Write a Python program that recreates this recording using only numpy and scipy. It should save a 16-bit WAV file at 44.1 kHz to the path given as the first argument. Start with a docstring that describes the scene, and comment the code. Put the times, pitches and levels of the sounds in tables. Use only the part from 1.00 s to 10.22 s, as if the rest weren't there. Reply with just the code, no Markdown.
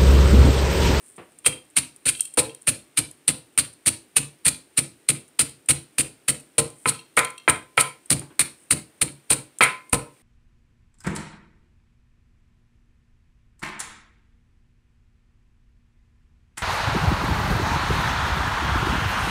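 """Pounding garlic and chilli

A wooden pestle works a clay mortar, a little over three strokes a second. Each stroke crushes the food
with a bright crunch and thuds through the mortar into the floor; some glance off the clay wall.
Crumbs tick and a plastic cup is jogged between strokes. A small hard room answers, and the close
microphone rings near 9 kHz."""
import sys
import numpy as np
from scipy import signal
from scipy.fft import rfft, irfft, next_fast_len
from scipy.io import wavfile

SR = 44100
rng = np.random.default_rng(int(sys.argv[2]) if len(sys.argv) > 2 else 0)


def wav_out(sig):
    """Save sig, one row per channel (or a flat mono array), as 16-bit PCM at SR to the path in sys.argv[1]."""
    wavfile.write(sys.argv[1], SR, np.round(np.clip(np.atleast_2d(sig).T, -1, 1) * 32767).astype(np.int16))


N = 406602
T = np.arange(SR // 2) / SR  # seconds within one hit

# Cue sheets; levels are relative within each layer.
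# The pestle lands on the food. Each row: start in seconds, rise time and crush length in seconds,
# crunch level in dB, fall of the force over the crush in dB (negative swells), thud level in dB.
STROKES = [(0.465, 0.0048, 0.018, -17, 12.5, -40), (0.767, 0.0022, 0.019, -14.5, 0, -41),
           (1.055, .0005, .04, -17.5, -11, -41), (1.373, .0003, .023, -16, -13, -36.5),
           (1.673, 0.0021, 0.021, -15, -5, -35.5), (1.975, 0.0025, 0.017, -14, 0.5, -38),
           (2.28, 0.0014, 0.022, -16.5, 6, -36), (2.577, 0.00026, 0.022, -14, 4, -40.5),
           (2.861, 0.0015, 0.024, -15, -7.5, -37), (3.167, 0.0024, .016, -13, 8.5, -37.5),
           (3.453, 0.002, 0.032, -14.5, -4.5, -36.5), (3.777, 0.0027, 0.016, -14, 2, -37.5),
           (4.089, 0.0014, 0.015, -13, 4, -36), (4.392, 0.00088, 0.026, -14, 6.5, -36),
           (4.688, .0008, 0.025, -13, -1, -33), (4.984, 0.0012, 0.025, -15.5, 2.5, -37),
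           (5.284, 0.0015, 0.016, -14, 3, -37), (5.5816, 0.00027, .021, -15, 11, -32.5),
           (5.858, 0.0012, .034, -23.5, -23.5, -36.5), (6.169, 0.0012, 0.026, -18.5, 1.5, -40),
           (6.483, .001, 0.016, -18.5, -15, -33), (6.773, 0.0012, 0.039, -20.5, -17, -38.5),
           (7.104, 0.0017, .026, -15, 2.5, -29), (7.393, .0003, 0.024, -14, 4, -40.5),
           (7.709, 0.0017, 0.023, -14.5, 9.5, -33), (8.016, 0.0013, 0.011, -13.5, 4, -36),
           (8.304, 0.0021, .029, -14, 1.5, -37), (8.609, .0003, 0.032, -23, -16.5, -38),
           (8.928, 0.0014, 0.017, -18, -4, -33)]
# Big pieces crack. Each row: start in seconds, level in dB, pitch of the pocket under the pestle in Hz.
SNAPS = [(.4624, -4, 2700), (.7733, -6.5, 2720), (1.6788, -10.5, 2530), (2.2802, -4, 4150),
         (2.8697, -6.5, 4570), (3.4823, -10.5, 4070), (4.9843, -11.5, 2360), (6.1921, -5.5, 3300),
         (6.8093, -7.5, 3430), (7.1048, -6, 4820), (7.3945, -5.5, 4080), (7.7098, -10, 2090),
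         (8.017, -9.5, 2720), (8.636, -3, 2380), (8.9322, -5.5, 2340)]
# Wood meets bare clay. Each row: start in seconds, level in dB, time scale of the decay in seconds,
# brightness of the rap in dB per octave, level of the hollow thock in dB.
KNOCKS = [(.447, -33.5, .026, 8.5, -66), (0.464, -23, .018, 12.5, -37.5), (1.3755, -15.5, .025, -12, -27),
          (5.5816, -27, .12, -1, -28.5), (5.857, -8, 0.036, -4, -37.5), (6.173, -11.5, 0.33, -2.5, -29.5),
          (6.478, -8.5, 0.15, -3.5, -30), (6.7773, -7, 0.1, 0, -34.5), (7.394, -16.5, 0.024, -3, -54),
          (8.306, -18.5, 0.058, -10, -34.5), (8.6075, -9.5, 0.46, 1, -31.5), (8.931, -16, .044, -25, -27)]
# Small business around the strokes. Each row: start in seconds, level in dB.
HANDLING_BUMPS = [(.180, -36), (0.196, -41.5), (7.214, -41), (7.303, -46.5)]
CUP_JOGS = [(1.15, -32), (1.196, -29.5), (1.254, -38), (1.495, -37), (5.943, -39.5), (5.992, -37.5),
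            (6.25, -29), (6.379, -35)]
TICKS = [(0.161, -48), (.32, -40.5), (0.648, -52), (.701, -41), (1.206, -14.5), (1.250, -28.5),
         (1.335, -32.5), (1.547, -32), (1.616, -29.5), (2.537, -41), (4.279, -43.5), (5.991, -33.5),
         (6.247, -22.5), (6.379, -32.5), (8.373, -28)]  # sharp and thin, some from crumbs, some from the cup's taps
# Loose food slides. Each row: crest of the swell in seconds, level in dB.
SLIDES = [(.08, -65.5), (1.18, -53.5), (5.82, -66.5), (7.601, -73.5)]

# Resonances. Each row: pitch in Hz, relative level in dB, time to die away by 60 dB in seconds.
STAND_AND_FLOOR_MODES = [(64, -9.5, 0.2), (84, -2.5, 0.15), (115.5, -7, 0.46), (140.6, 0, 0.4),
                         (166.8, -3.5, 0.2), (211.3, -10, 0.4), (255.7, -0.5, 0.23), (278.8, -6, 0.25),
                         (305, -4, 0.28), (336, -10, 0.51)]
HOLLOW_MODES = [(376, -10.5, 0.1), (431, 0, 0.1), (457.6, 1.5, 0.17), (504, 3, 0.14), (517.4, -1.5, 0.07),
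                (594.3, -1, 0.16), (743, -10, 0.15), (841, -13.5, .18), (947, -11, 0.26),
                (1032, -13.5, 0.31)]  # the hollow of the bowl
PESTLE_MODES = [(1101, -18.5, 0.0055), (1310, -3, 0.018), (2238, -8.5, 0.012), (3130, -11, 0.019)]
CLAY_MODES = [(565, -5, 0.33), (810, -20.5, 0.22), (967, -1, 0.43), (980, -2.5, .2), (1025, 6.5, 0.54),
              (1178, -7, 0.86), (1350, 4, 0.46), (1285, 7, 0.25), (1500, -8, 0.084), (1465, -12.5, 0.14),
              (1750, -14, 1), (2030, -14.5, 0.3), (2120, -4.5, 0.97), (2225, -1, 0.2), (2500, -12, 0.28),
              (2450, 5.5, 0.23), (2470, -12.5, 0.85), (2480, -10.5, .2), (3210, 3, 0.24)]
CUP_MODES = [(2700, -1, .05), (3200, 0, .05), (3830, -10, .04), (4240, -6, .045), (5800, -15, .035)]

# Noise colours. Each row: frequency in Hz, relative level in dB.
CRISP_EQ = [(300, -22.5), (1500, -0.5), (4000, -7.5), (6000, -5), (8000, 3), (10000, 5), (12500, -6),
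            (15500, -7)]  # brittle top end
JUICE_EQ = [(200, -16.5), (650, -22.5), (900, -10.5), (1100, -12), (1300, 1.5), (1650, -5), (2400, 5.5),
            (3300, 0), (4250, 4.5), (5500, -8), (9000, -15), (15000, -50)]  # wet midrange, also the cup's scratch
PUSH_EQ = [(25, -25.5), (60, -3.5), (150, 0.5), (300, -3.5), (450, -2), (800, -8.5), (3000, -41.5),
           (8000, -69)]  # low weight of a blow
THOCK_EQ = [(100, -19), (330, 3), (520, -5.5), (680, -10.5), (900, -6.5), (1400, -12), (2500, -14),
            (8000, -53)]  # dull, hollow body
CRACK_EQ = [(100, -31), (500, -18), (700, -6), (1000, -3), (1150, -6), (1350, 4.5), (1700, -1.5), (2300, 7),
            (3000, -12.5), (4200, -13.5), (6000, -32.5), (10000, -37.5)]  # wood on clay
TICK_EQ = [(500, -31.5), (2500, -11), (6000, -11.5), (7800, -1.5), (10000, -2.5), (12000, -11),
           (15500, -12)]  # thin ticks and rustle
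AIR_EQ = [(25, -40.5), (60, -13.5), (140, -4.5), (200, -6), (310, 2.5), (500, -6.5), (1000, -12.5),
          (2400, -11.5), (5500, -22), (9000, -32), (15000, -24.5)]  # room tone
# The room's decay. Each row: frequency in Hz, time to die away by 60 dB in seconds.
ROOM_DECAY = [(100, 0.38), (500, 0.55), (2000, 0.41), (5000, 0.52), (9000, 0.35), (15000, 0.38)]


def crunch(lead_s=.025, rest_s=.007, juice_db=-10.5, drying_db_per_s=.26):
    """The pestle brushes the food, crushes it and comes to rest; the worked food slowly dries."""
    out = np.zeros(N)
    t = T - lead_s
    for start, rise, length, db, fall_db, _ in STROKES:
        press_db = fall_db * (.5 - np.clip(t / length, 0, 1))
        touch = np.exp(np.minimum(t, 0) / rise)
        rest = np.exp(-np.maximum(t - length, 0) / rest_s)
        force = amp(db + press_db) * touch * rest
        crisp = grains(CRISP_EQ, rate=1400, spread_db=3.5, clump_db=1, clump_rate=400)
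        wet = grains(JUICE_EQ, rate=1200, spread_db=4, clump_db=1.5, clump_rate=280)
        wet_db = juice_db - drying_db_per_s * start
        add(out, start - lead_s, amp(-13.5) * shaped(crisp, force) + amp(wet_db) * shaped(wet, force))
    return out


def snaps():
    """A brittle piece breaks in an instant; the gap it leaves sets the pitch of its pop."""
    out = np.zeros(N)
    for start, db, hz in SNAPS + small_pieces(per_stroke=2):
        split = amp(-8) * noise(CRISP_EQ) * fade(.0057, .00015)
        cycles = T * hz
        pop = amp(-1) * np.sin(2 * np.pi * cycles) * np.exp(-cycles / 2)
        add(out, start, amp(db) * (split + pop))
    return out


def small_pieces(per_stroke, pocket_hz=2510, spread_octaves=.27):
    """Small pieces break in each crush, as hard as the pestle presses just then; rows as in SNAPS."""
    rows = []
    for start, _, length, db, fall_db, _ in STROKES:
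        depth = scattered(per_stroke) ** 2  # most break early
        force_db = db + fall_db * (.5 - depth)
        pitch = pocket_hz * 2 ** (spread_octaves * rng.standard_normal(per_stroke))
        rows += zip(start + length * depth, force_db + 1, pitch)
    return rows


def thuds(cushion_s=.004025, usual_db=-36):
    """Delayed by the food, each blow sounds the bowl and rocks stand and floor, deeper when heavier."""
    out = np.zeros(N)
    swell = 1 - np.exp(-T / .0069)
    cutoff = np.exp(-(T / .095) ** 2)  # the low boom holds briefly, then cuts off quickly
    for start, *_, db in STROKES:
        hardness_db = -2.5 - .17 * (db - usual_db)
        boom = amp(10.5) * ring(STAND_AND_FLOOR_MODES, scatter_db=1.5, tilt_db=hardness_db)
        push = amp(-1) * noise(PUSH_EQ) * fade(.23, .0046)
        thud = boom * swell * cutoff + push + amp(-6.5) * hollow_thock()
        add(out, start + cushion_s, amp(db) * thud)
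    return out


def hollow_thock():
    """The hollow of the bowl answers one blow."""
    hollow = amp(7.5) * ring(HOLLOW_MODES, scatter_db=2) * (1 - np.exp(-T / .0025))
    thock = amp(9) * noise(THOCK_EQ) * fade(.076, .0017)
    return hollow + thock


def knocks():
    """Wood raps on clay, which rings on unless the pestle stays against it; gives raps and thocks."""
    raps, thocks = np.zeros((2, N))
    for start, db, life, bright_db, thock_db in KNOCKS:
        wood = sum(amp(level) * np.sin(2 * np.pi * hz * T) * fade(t60, .0001)
                   for hz, level, t60 in tilted(PESTLE_MODES, bright_db))
        crack = amp(-.5) * noise(tilted(CRACK_EQ, bright_db)) * fade(.5 * life, .00019)
        clay = amp(-9) * ring(CLAY_MODES, scatter_db=1.5, tilt_db=2 * bright_db, pivot_hz=1300)
        damping = fade(2.8 * life, .0004)
        add(raps, start, amp(db) * (wood + crack + clay * damping))
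        add(thocks, start, amp(thock_db) * hollow_thock())
    return raps, thocks


def cup(rock_s=.02, loss_db=10):
    """Each jog rocks the thin plastic cup through three ever weaker, scratchy taps."""
    out = np.zeros(N)
    for start, db in CUP_JOGS:
        for tap in range(3):
            wall = ring(CUP_MODES, scatter_db=2) * fade(.12, .0005)
            scratch = amp(-10.5) * grains(JUICE_EQ, rate=900, spread_db=7.5) * fade(.022, .0003)
            add(out, start + tap * rock_s, amp(db - tap * loss_db) * (wall + scratch))
    return out


def bumps():
    """Things being handled give soft, dull bumps."""
    out = np.zeros(N)
    for start, db in HANDLING_BUMPS:
        body = noise(THOCK_EQ) + amp(-10.5) * noise(PUSH_EQ)
        add(out, start, amp(db) * body * fade(.16, .0013))
    return out


def ticks(specks=30, growth_db_per_s=.8):
    """Crumbs and cup taps tick on cue; tiny specks fall at random, gradually louder."""
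    out = np.zeros(N)
    speck_times = scattered(specks) * N / SR
    speck_db = -41.5 + growth_db_per_s * speck_times + 1.5 * rng.standard_normal(specks)
    for start, db in TICKS + list(zip(speck_times, speck_db)):
        tick = grains(TICK_EQ, rate=340, spread_db=10) * fade(.03, .00076)
        add(out, start, amp(db - 8.5) * tick)
    return out


def rustle(swell_s=.07, floor_db=-79, bits_per_s=2200):
    """Loose bits never quite settle, and their faint rustle swells when a heap slides."""
    t = np.arange(N) / SR
    swells = sum(amp(db) * np.exp(-((t - crest) / swell_s) ** 2) for crest, db in SLIDES)
    bits = (rng.random(N) < bits_per_s / SR) * rng.standard_normal(N)
    return (amp(floor_db) + swells) * colour(bits, TICK_EQ)


def room(x, build_s=.0079, cutoff_s=.16):
    """A diffuse room tail, drawn anew about once a stroke, its end cut short as by a noise suppressor."""
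    out, block = np.zeros(N), SR // 3
    envelope = (1 - np.exp(-T / build_s)) * np.exp(-(T / cutoff_s) ** 2)
    for i in range(0, N, block):
        hz, t, bands = signal.stft(rng.standard_normal(len(T)), SR, nperseg=256)
        decay = np.exp(-np.log(1000) * t / along(ROOM_DECAY, hz)[:, None])
        tail = signal.istft(bands * decay, SR, nperseg=256)[1][:len(T)] * envelope
        add(out, i / SR, signal.fftconvolve(x[i:i + block], tail / np.linalg.norm(tail)))
    return out


def far_wall(x, delay_s=.0625, dull_hz=4970):
    """The far wall throws back one distinct, dulled slap."""
    out = np.zeros(N)
    add(out, delay_s, signal.lfilter(*signal.butter(2, dull_hz, fs=SR), x))
    return out


def air():
    """Quiet, steady room tone."""
    return colour(rng.standard_normal(N), AIR_EQ)


def grains(eq, rate, spread_db, clump_db=0, clump_rate=250):
    """Dense tiny fractures: noise that jumps in level by grain and by clump, at rates per second."""
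    draws = np.clip(rng.standard_normal((2, len(T))), -2, 2)
    sizes = np.interp(T * rate, np.arange(len(T)), amp(spread_db * draws[0]))
    clumps = np.interp(T * clump_rate, np.arange(len(T)), amp(clump_db * draws[1]))
    return colour(rng.standard_normal(len(T)) * sizes * clumps, eq)


def ring(modes, scatter_db, tilt_db=0, pivot_hz=150):
    """Damped modes, balanced anew for each blow; the tilt lifts or cuts those above the pivot."""
    hz, db, t60 = np.transpose(modes)[:, :, None]
    gain = amp(db + scatter_db * rng.standard_normal(hz.shape))
    shelf = amp(tilt_db * np.clip(np.log2(hz / pivot_hz) / 1.3, 0, 1))
    gain = gain / np.linalg.norm(gain) * shelf
    phase = rng.uniform(0, 2 * np.pi, hz.shape)
    decay = np.exp(-np.log(1000) * T / t60)
    return np.sqrt(2) * np.sum(gain * decay * np.sin(2 * np.pi * hz * T + phase), axis=0)


def noise(eq):
    """Coloured noise, one hit long."""
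    return colour(rng.standard_normal(len(T)), eq)


def colour(x, eq):
    """Run x through an EQ curve, at rms 1."""
    hz = np.fft.rfftfreq(len(x), 1 / SR)
    return unit(irfft(rfft(x) * amp(along(eq, hz)), len(x)))


def tilted(rows, db_per_octave):
    """Brighten or darken modes or an EQ curve around 1500 Hz."""
    return [(hz, db + db_per_octave * np.log2(hz / 1500), *rest) for hz, db, *rest in rows]


def along(curve, hz):
    """Read a curve on a log frequency axis."""
    points_hz, values = np.transpose(curve)
    return np.interp(np.log(hz + 1), np.log(points_hz + 1), values)


def fade(t60, attack_s):
    """A quick attack and a decay of 60 dB in t60 seconds."""
    return np.exp(-np.log(1000) * T / t60) * (1 - np.exp(-T / attack_s))


def shaped(x, envelope):
    """Shape x into a burst that carries the envelope's energy."""
    return unit(x * envelope) * np.sqrt(np.mean(envelope ** 2))


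def scattered(count):
    """Random points from 0 to 1, one in each equal slot."""
    return (np.arange(count) + rng.random(count)) / count


def add(track, start, sound):
    """Mix a sound in at start seconds."""
    part = track[max(round(start * SR), 0):][:len(sound)]
    part += sound[:len(part)]


def amp(db):
    """Decibels to gain."""
    return 10 ** (np.asarray(db) / 20)


def unit(x):
    """Scale to rms 1."""
    return x / np.sqrt(np.mean(x ** 2) + 1e-20)


def scene():
    """Food, mortar and cup up close, with the room behind them."""
    crackle = crunch() + snaps() + ticks() + rustle()
    raps, thocks = knocks()
    clatter = raps + cup()
    low_end = thuds() + thocks + bumps()
    reverb = amp(-14.5) * room(crackle + amp(4.5) * clatter + amp(6.5) * low_end)
    slap = amp(-22.5) * far_wall(crackle + clatter)
    return (crackle + clatter + low_end + reverb + slap + amp(-61) * air())[None]


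def record(dry, port_hz=8950, width_hz=900, bass_hz=48, top_hz=15600):
    """The microphone port rings, loud peaks round off, the sub-bass thins and the top ends steeply."""
    size = next_fast_len(N + SR // 2)
    hz = np.fft.rfftfreq(size, 1 / SR)
    resonance = 1j * hz * width_hz / (port_hz ** 2 - hz ** 2 + 1j * hz * width_hz)
    ringing = irfft(rfft(dry, size) * (1 + amp(17) * resonance), size)
    rounded = ringing / (1 + (ringing / .78) ** 4) ** (1 / 4)
    trimmed = signal.lfilter(*signal.butter(2, bass_hz, "high", fs=SR), rounded)
    return irfft(rfft(trimmed) / (1 + (hz / top_hz) ** 160), size)[:, :N]


dry = scene()
out = record(dry)
wav_out(out)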